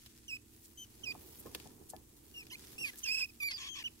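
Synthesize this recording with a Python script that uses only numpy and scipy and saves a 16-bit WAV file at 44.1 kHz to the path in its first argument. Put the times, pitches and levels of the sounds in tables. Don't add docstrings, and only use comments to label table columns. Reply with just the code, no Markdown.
import sys
import numpy as np
from scipy import signal
from scipy.fft import rfft, irfft, next_fast_len
from scipy.io import wavfile
from scipy.ndimage import map_coordinates

SR = 44100
rng = np.random.default_rng(int(sys.argv[2]) if len(sys.argv) > 2 else 0)


def unload_audio(sound):
    columns = np.transpose(np.atleast_2d(sound))
    steps = np.round(np.clip(columns, -1, 1) * 32767)
    wavfile.write(sys.argv[1], SR, steps.astype(np.int16))


N = 176400
T = np.arange(N) / SR
TOP_HZ, TREBLE_HZ = 15800, 8500

# freq_hz, correlation
COHERENCE = [(50, 0.97), (200, 0.85), (500, 0.32), (1500, 0.023), (4000, 0), (12000, 0.023)]
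# freq_hz, gain_db
ROOM_COLOUR = [(20, 2.5), (123, 7.5), (176, -8.5), (209, 5), (308, -8), (419, -3), (586, -22), (1020, -21),
               (2430, -18), (4500, -19), (8090, -10.5), (15800, -22)]
# freq_hz, level_db
FAN_HUM = [(59.2, -74), (237, -74.5), (296.1, -75.5), (331, -74.5)]

# time_s, level_db
SHUFFLE_LEVELS = [(0.0, -83), (0.12, -69.5), (0.95, -65), (1.09, -56.5), (1.37, -60.5), (1.48, -57),
                  (1.92, -63), (1.94, -56.5), (2.05, -65.5), (2.84, -59.5), (3.05, -68), (3.91, -64),
                  (4.0, -68.5)]
# start_s, ring_db, t60_s, spot_hz, thump_db
STEPS = [(1.15, -45, 0.029, 880, -58), (1.456, -45, 0.079, 475, -50), (1.465, -50, 0.076, 1080, -61),
         (1.549, -39.5, 0.053, 390, -63), (1.657, -53.5, 0.061, 810, -48.5), (1.704, -55, .04, 380, -55),
         (1.812, -59, 0.054, 780, -53), (1.935, -42, 0.052, 675, -60), (2.81, -59.5, 0.029, 1010, -52),
         (2.934, -53.5, 0.045, 1740, -58)]
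# freq_hz, gain_db, t60_ratio
TUB_MODES = [(390.6, -3.5, 1.5), (538, 1, 0.8), (643, -1, 1.2), (750, 2, 1.14), (826, -0.5, 1.1),
             (1085, 2, 0.71), (1228, -2.5, 0.76), (1720, -2.5, 1.9)]
# freq_hz, gain_db
SHUFFLE_COLOUR = [(25, -57), (70, 6.5), (110, -2), (200, -2), (400, -1), (550, -13), (850, -11.5),
                  (1500, -24), (4000, -52)]
THUMP_COLOUR = [(40, -10), (120, 3), (380, 2.5), (550, -11.5), (1500, -37), (5000, -38)]

# time_s, body_gain_db, crisp_gain_db
RUSTLE_LEVELS = [(0, -63.5, -87), (.4, -73, -75), (.65, -70, -60), (.75, -71.5, -68), (1.05, -65, -67),
                 (1.28, -64, -57), (1.5, -62.5, -60), (1.63, -60.5, -73), (1.75, -70.5, -64.5),
                 (2.05, -74.5, -68), (2.38, -66.5, -63), (2.52, -66.5, -90), (2.6, -59.5, -74),
                 (2.72, -60, -57), (2.86, -63, -78), (2.97, -61, -55.5), (3.3, -69.5, -65), (4, -68, -74)]
# centre_s, level_db, half_width_s, tilt_db_per_octave
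SCRAPES = [(0.648, -57, 0.016, 0), (1.401, -51, 0.014, 18), (1.675, -55, 0.0026, -5),
           (1.903, -49, 0.011, 4), (2.989, -49.5, 0.012, 5.5)]
# start_s, level_db, t60_s, pan_db
SNAPS = [(0.061, -49, 0.043, -1), (0.5773, -62, 0.014, 7), (0.9925, -67, 0.01, 14.5),
         (1.5481, -32.5, 0.031, -2), (1.599, -45.5, 0.03, 5), (1.9643, -44.5, 0.01, 1),
         (2.4679, -47.5, 0.02, 0), (2.6487, -56, 0.017, -11), (2.9332, -51, 0.018, 3)]
# freq_hz, gain_db
RUSTLE_COLOUR = [(300, -16.5), (800, -7.5), (1500, -1.5), (3000, 0.5), (5500, 2.5), (9000, -1),
                 (11700, 1.5), (14000, -2.5)]
CRISP_COLOUR = [(6000, -29), (11000, 2), (15500, 2)]
SCRAPE_COLOUR = [(500, -44), (3000, -7), (5000, -2.5), (8000, 2.5), (12000, -1.5), (16000, -19)]
SNAP_COLOUR = [(200, -9), (800, -4.5), (1500, -3), (3000, 4.5), (5000, 2), (8000, -7), (12000, -1),
               (16000, -8)]

# time_s, pitch_hz, fundamental_gain_db, octave_gain_db, rasp_gain_db
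FIRST = [(0.283, 3080, -50, -51.5, -75), (0.293, 2826, -50, -54, -67), (0.315, 2560, -44, -53, -64),
         (0.338, 2528, -40, -56, -67), (0.358, 2640, -48.5, -53, -69), (0.37, 2480, -50.5, -69, -59)]
PEEP = [(0.776, 3086, -57, -59.5, -81), (0.795, 3118, -54, -56.5, -77), (0.825, 3082, -50.5, -58.5, -95),
        (0.849, 3000, -57.5, -63.5, -61.5)]
YELP = [(1.036, 3050, -51, -60, -75), (1.043, 3070, -41.5, -47, -73), (1.051, 2790, -57, -60, -71),
        (1.072, 2475, -42, -47.5, -74), (1.097, 2450, -42, -47, -82), (1.112, 2370, -42.5, -44, -74),
        (1.124, 2630, -49, -65, -49.5)]
WHIMPER = [(2.343, 2960, -58, -68, -69), (2.36, 2735, -53, -68, -79), (2.378, 2830, -47.5, -59.5, -79),
           (2.412, 2590, -57.5, -58.5, -66), (2.43, 2370, -56, -87, -72)]
CROAK = [(2.503, 3220, -57.5, -63, -70), (2.512, 2570, -56, -63, -60), (2.519, 3030, -55, -75, -52),
         (2.535, 3005, -58, -80, -49)]
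GRUNT = [(2.532, 2170, -51, -57, -62), (2.541, 2103, -56, -57, -71), (2.549, 2070, -55.5, -57, -58),
         (2.555, 2480, -44.5, -76, -63)]
PROTEST = [(2.783, 2615, -46.5, -56.5, -59), (2.805, 2887, -52, -53, -75.5), (2.815, 2676, -41.5, -53, -67),
           (2.828, 2794, -44.5, -50, -85), (2.85, 2442, -36, -54.5, -50.5), (2.875, 2283, -48, -52.5, -50),
           (2.902, 1996, -50.5, -66, -52.5)]
SQUEAL = [(3.035, 3076, -48, -48, -67), (3.042, 3160, -44, -36, -65), (3.049, 2650, -46, -54, -73),
          (3.062, 2733, -44.5, -45, -46.5), (3.073, 2557, -39.5, -45, -52), (3.088, 2380, -40, -38, -52),
          (3.11, 2503, -35.5, -43.5, -66), (3.124, 2630, -35, -40, -60), (3.139, 2604, -42, -41, -57),
          (3.15, 2533, -33.5, -38, -63), (3.167, 2700, -44, -44.5, -58.5), (3.185, 2513, -33, -40.5, -62),
          (3.198, 2660, -48, -40.5, -49.5), (3.212, 2643, -36, -41.5, -53),
          (3.223, 2470, -37.5, -40.5, -62), (3.236, 2457, -33.5, -46, -74), (3.246, 2716, -46, -42, -63),
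          (3.255, 2520, -43.5, -68, -74)]
PIP = [(3.292, 2590, -60, -58, -72), (3.303, 2480, -58.5, -67, -74)]
STRAINED = [(3.404, 2530, -45, -67, -54), (3.418, 2327, -44, -54.5, -57.5),
            (3.434, 2340, -38.5, -53, -44.5), (3.445, 2320, -39.5, -48, -80),
            (3.462, 2400, -39.5, -46, -69), (3.476, 2352, -38.5, -46.5, -64), (3.487, 2280, -42, -51, -55)]
CRACKED = [(3.486, 2212, -47, -47, -48), (3.493, 2224, -47, -44.5, -73), (3.508, 2186, -53, -48, -46.5),
           (3.519, 2070, -56, -52, -46), (3.528, 2070, -47.5, -60, -64)]
WHISTLE = [(3.513, 2410, -70, -42.5, -49), (3.53, 2470, -72, -50, -53), (3.548, 2414, -76, -42, -64.5),
           (3.573, 2330, -77, -47.5, -56)]
SCREECH = [(3.58, 3533, -49, -60, -53.5), (3.6, 3380, -67, -58, -48), (3.625, 3122, -77, -57, -47),
           (3.65, 3354, -62, -76, -46.5), (3.683, 3447, -53.5, -75, -47.5), (3.692, 3145, -45, -54, -57.5),
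           (3.715, 3247, -50, -57, -73), (3.745, 3092, -45.5, -54.5, -65), (3.758, 3342, -57, -59.5, -50.5),
           (3.785, 3147, -64, -72, -49), (3.808, 3050, -85, -71, -48.5), (3.828, 2232, -51.5, -80, -57.5)]
LAST = [(3.842, 2830, -44, -62, -62), (3.855, 3005, -40, -54, -61), (3.866, 2997, -34.5, -52, -70),
        (3.881, 2575, -47, -69, -55)]
SMOOTH, GRAINY, WILD = .15, .35, .55
CLEAR, HUSKY, HOARSE = .08, .24, .46
# contour, cycles_per_rasp_period, turbulence, flutter_rad, upper_db,
# tilt_db_per_octave, rasp_treble_db, fundamental_pan_db, octave_pan_db, left_lead_ms
SQUEAKS = [(FIRST, 2, WILD, HUSKY, -9, 4.5, 8, -5, -2.3, 0.13),
           (PEEP, 2, WILD, CLEAR, -6, 5, 5, 0.91, 3.7, 0.026),
           (YELP, 4, GRAINY, HUSKY, -17, 1, 0, -6, -15, 0.13),
           (WHIMPER, 2, WILD, HUSKY, -8, 11, 0, -1.2, 4.4, 0.15),
           (CROAK, 3, SMOOTH, HUSKY, -7, -1.8, 8.4, -14, -1, 0.17),
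           (GRUNT, 3, SMOOTH, CLEAR, 0, -8, 9.8, -5, -1, 0.16),
           (PROTEST, 4, GRAINY, HOARSE, -2.5, -0.5, 11, -8, 4.8, 0.2),
           (SQUEAL, 5, WILD, HOARSE, -13.5, -5, 0.77, -6.5, -6.5, 0.094),
           (PIP, 2, GRAINY, HUSKY, -20, -5, 0, -4, -9, .08),
           (STRAINED, 2, SMOOTH, CLEAR, -7.5, 1.6, 12.5, -7.5, 2.5, 0.18),
           (CRACKED, 4, GRAINY, HUSKY, -12.5, 0, 0, -9.5, 3.4, 0.2),
           (WHISTLE, 5, WILD, CLEAR, -33, 0, 0, -2, -5, 0.22),
           (SCREECH, 3, WILD, HUSKY, -30, -6, -7, 10.5, 16, 0.15),
           (LAST, 2, WILD, HUSKY, -11, -6, 0, -2.7, 2, 0.15)]
# freq_hz, gain_db
UPPER_COLOUR = [(6500, -9), (8000, 2.5), (9800, -9.5), (11800, 0), (13500, -7), (16000, -22)]
THROAT_COLOUR = [(400, -28), (700, -10), (1000, -7), (1450, -8.5), (1750, 4), (2150, -6.5), (2550, 11.5),
                 (2850, 3), (3300, 6), (3900, -3.5), (5150, 0.5), (5600, -3.5), (6400, -3), (7300, -12),
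                 (9500, -15), (12000, -9.5), (15000, -37)]
# freq_hz, pan_db
RASP_PAN = [(1000, -8), (2500, 0.5), (5000, -0.5), (10000, 14)]


def amp(db):
    return 10 ** (np.asarray(db) / 20)


def unit_rms(x):
    return x / np.sqrt(np.mean(x ** 2) + 1e-20)


def curve_at(points, hz):
    knots_hz, values = np.transpose(points)
    return np.interp(np.log(hz + 1), np.log(knots_hz + 1), values)


def pan(db):
    gains = amp(np.array([[.5], [-.5]]) * db)
    return gains / np.sqrt(np.mean(gains ** 2, axis=0))


def wobble(rate_hz, size=N):
    knots = rng.standard_normal(int(size * rate_hz / SR) + 4)
    return map_coordinates(knots, [np.arange(size) * rate_hz / SR])


def filtered(x, response):
    n = x.shape[-1]
    padded = next_fast_len(n + 8192)
    return irfft(rfft(x, padded) * response(np.fft.rfftfreq(padded, 1 / SR)), padded)[..., :n]


def noise(colour):
    def response(hz):
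        angle = np.arccos(curve_at(COHERENCE, hz)) / 2
        return amp(curve_at(colour, hz)) * [np.cos(angle), np.sin(angle)]
    mid, side = filtered(rng.standard_normal((2, N)), response)
    return unit_rms(np.array([mid + side, mid - side]))


def struck(t, t60_s, attack_s):
    t = np.maximum(t, 0)
    return (1 - np.exp(-t / attack_s)) * np.exp(-np.log(1000) * t / t60_s)


def room():
    out = amp(-64.5) * noise(ROOM_COLOUR)
    for hz, db in FAN_HUM:
        line = np.sqrt(2) * np.sin(2 * np.pi * hz * T + 1.01 * wobble(7))
        out += amp(db + 1.6 * wobble(5.16)) * pan(-7 if hz > 100 else 0) * line
    return out


def echo(x, t60_s):
    t = T[:SR // 2]
    tail = rng.standard_normal((2, len(t))) * np.exp(-np.log(1000) * t / t60_s) * (t > .001)
    return signal.fftconvolve(x, tail / np.linalg.norm(tail[0]), axes=1)[:, :N]


def shuffle(expansion=1.52, gain_db=.5):
    db = np.interp(T, *np.transpose(SHUFFLE_LEVELS))
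    expanded_db = db.max() + expansion * (db - db.max())
    return pan(-5) * amp(expanded_db + gain_db) * noise(SHUFFLE_COLOUR)


def paws(spot_octaves=.34, share_floor=.19, scuff_rad=.62):
    rings, t = np.zeros((2, N)), T[:SR // 4]
    for start_s, ring_db, t60_s, spot_hz, _ in STEPS:
        start = round(start_s * SR)
        for hz, mode_db, t60_ratio in TUB_MODES:
            share = share_floor + np.exp(-(np.log2(hz / spot_hz) / spot_octaves) ** 2)
            phase = 2 * np.pi * hz * t + scuff_rad * wobble(255, len(t)) + rng.normal(0, .92, (2, 1))
            envelope = amp(ring_db + mode_db) * struck(t, t60_s * t60_ratio, attack_s=.0012)
            rings[:, start:start + len(t)] += share * envelope * np.sin(phase)
    thumps = sum(amp(db) * struck(T - start_s, t60_s=.11, attack_s=.0023) for start_s, *_, db in STEPS)
    return pan(2) * rings + thumps * noise(THUMP_COLOUR)


def grains(grain_db=4, flutter_db=.9):
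    return unit_rms(amp(grain_db * wobble(1500) + flutter_db * wobble(45)))


def paper(body_boost_db=3):
    times_s, *levels_db = np.transpose(RUSTLE_LEVELS)
    body, crisp = [amp(np.interp(T, times_s, db)) for db in levels_db]
    rustle = amp(body_boost_db) * body * noise(RUSTLE_COLOUR) + crisp * noise(CRISP_COLOUR)
    scrapes = np.zeros((2, N))
    for centre_s, level_db, half_width_s, tilt in SCRAPES:
        colour = [(hz, db + tilt * np.log2(hz / TREBLE_HZ)) for hz, db in SCRAPE_COLOUR]
        scrapes += amp(level_db) * np.exp(-((T - centre_s) / half_width_s) ** 2) * noise(colour)
    snaps = sum(amp(db) * pan(pan_db) * struck(T - start_s, t60_s, attack_s=.00014)
                for start_s, db, t60_s, pan_db in SNAPS)
    return rustle * grains() + scrapes * grains() + snaps * noise(SNAP_COLOUR)


def rasp(pitch_hz, cycles, turbulence, treble_db, lag_s, wander=.045, stutter_db=2):
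    def response(hz):
        shelf_db = treble_db * hz ** 8 / (hz ** 8 + TREBLE_HZ ** 8)
        stereo = pan(curve_at(RASP_PAN, hz)) * np.exp(-2j * np.pi * hz * lag_s)
        return amp(curve_at(THROAT_COLOUR, hz) + shelf_db) * stereo
    n, sub_hz = len(pitch_hz), pitch_hz / cycles
    phase = 2 * np.pi * np.cumsum(sub_hz * (1 + wander * turbulence * wobble(128.2, n))) / SR
    lines = np.zeros(n)
    for k in range(1, 24):
        blur_rad = rng.uniform(0, 2 * np.pi) + 2 * turbulence * wobble(152.1, n)
        lines += np.cos(k * phase + blur_rad) * (k * sub_hz < TOP_HZ)
    pulsed_noise = turbulence * (1 + np.cos(phase)) * rng.standard_normal((2, n))
    source = (unit_rms(lines) + pulsed_noise) * amp(stutter_db * wobble(140, n))
    return unit_rms(filtered(source, response))


def squeak(contour, cycles, turbulence, flutter_rad, upper_db, tilt, treble_db,
           fundamental_pan_db, octave_pan_db, lead_ms):
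    attack_s, release_s = .004, .0052
    tone_boost_db, rasp_boost_db, shimmer_db, upper_pan_db = 1.5, 2.5, 1.3, 6.5
    times_s, *columns = np.transpose(contour)
    active = (T > times_s[0] - attack_s) & (T < times_s[-1] + release_s)
    t, n = T[active], active.sum()
    pitch_hz, fundamental_db, octave_db, rasp_db = [np.interp(t, times_s, c) for c in columns]
    strain = turbulence * amp(rasp_db) / (amp(rasp_db) + amp(fundamental_db) + amp(octave_db))
    jitter = .002 + .05 * np.minimum(strain, turbulence / 2)
    pitch_hz *= 1 + jitter * wobble(355.6, n)
    lag_s = np.array([[0], [lead_ms / 1000]])
    shake_rad = 1.8 * strain * wobble(1100, n)
    phase = 2 * np.pi * (np.cumsum(pitch_hz) / SR - pitch_hz * lag_s) + shake_rad
    partials = [(fundamental_db, fundamental_pan_db), (octave_db, octave_pan_db)]
    for k in range(3, 7):
        colour_db = curve_at(UPPER_COLOUR, k * pitch_hz) + tilt * np.log2(k / 3)
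        partials.append((octave_db + upper_db + colour_db, upper_pan_db))
    tone = np.zeros((2, n))
    for k, (db, pan_db) in enumerate(partials, 1):
        gain = np.sqrt(2) * amp(db + tone_boost_db + shimmer_db * wobble(171, n)) * pan(pan_db)
        tone += gain * np.sin(k * phase + flutter_rad * (k - 1) * wobble(1300, n))
    rough = amp(rasp_db + rasp_boost_db) * rasp(pitch_hz, cycles, turbulence, treble_db, lag_s)
    gate = np.clip((t - t[0]) / attack_s, 0, 1) * np.clip((t[-1] - t) / release_s, 0, 1)
    out = np.zeros((2, N))
    out[:, active] = gate * (tone + rough)
    return out


def scene():
    near = sum(squeak(*row) for row in SQUEAKS) + paper() + paws() + shuffle()
    tub_echo = amp(-16) * echo(near, t60_s=.02)
    room_echo = amp(-25) * echo(near, t60_s=.25)
    return room() + room_echo + tub_echo + near


def record(dry):
    return filtered(dry, lambda hz: hz < TOP_HZ)


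dry = scene()
out = record(dry)
unload_audio(out)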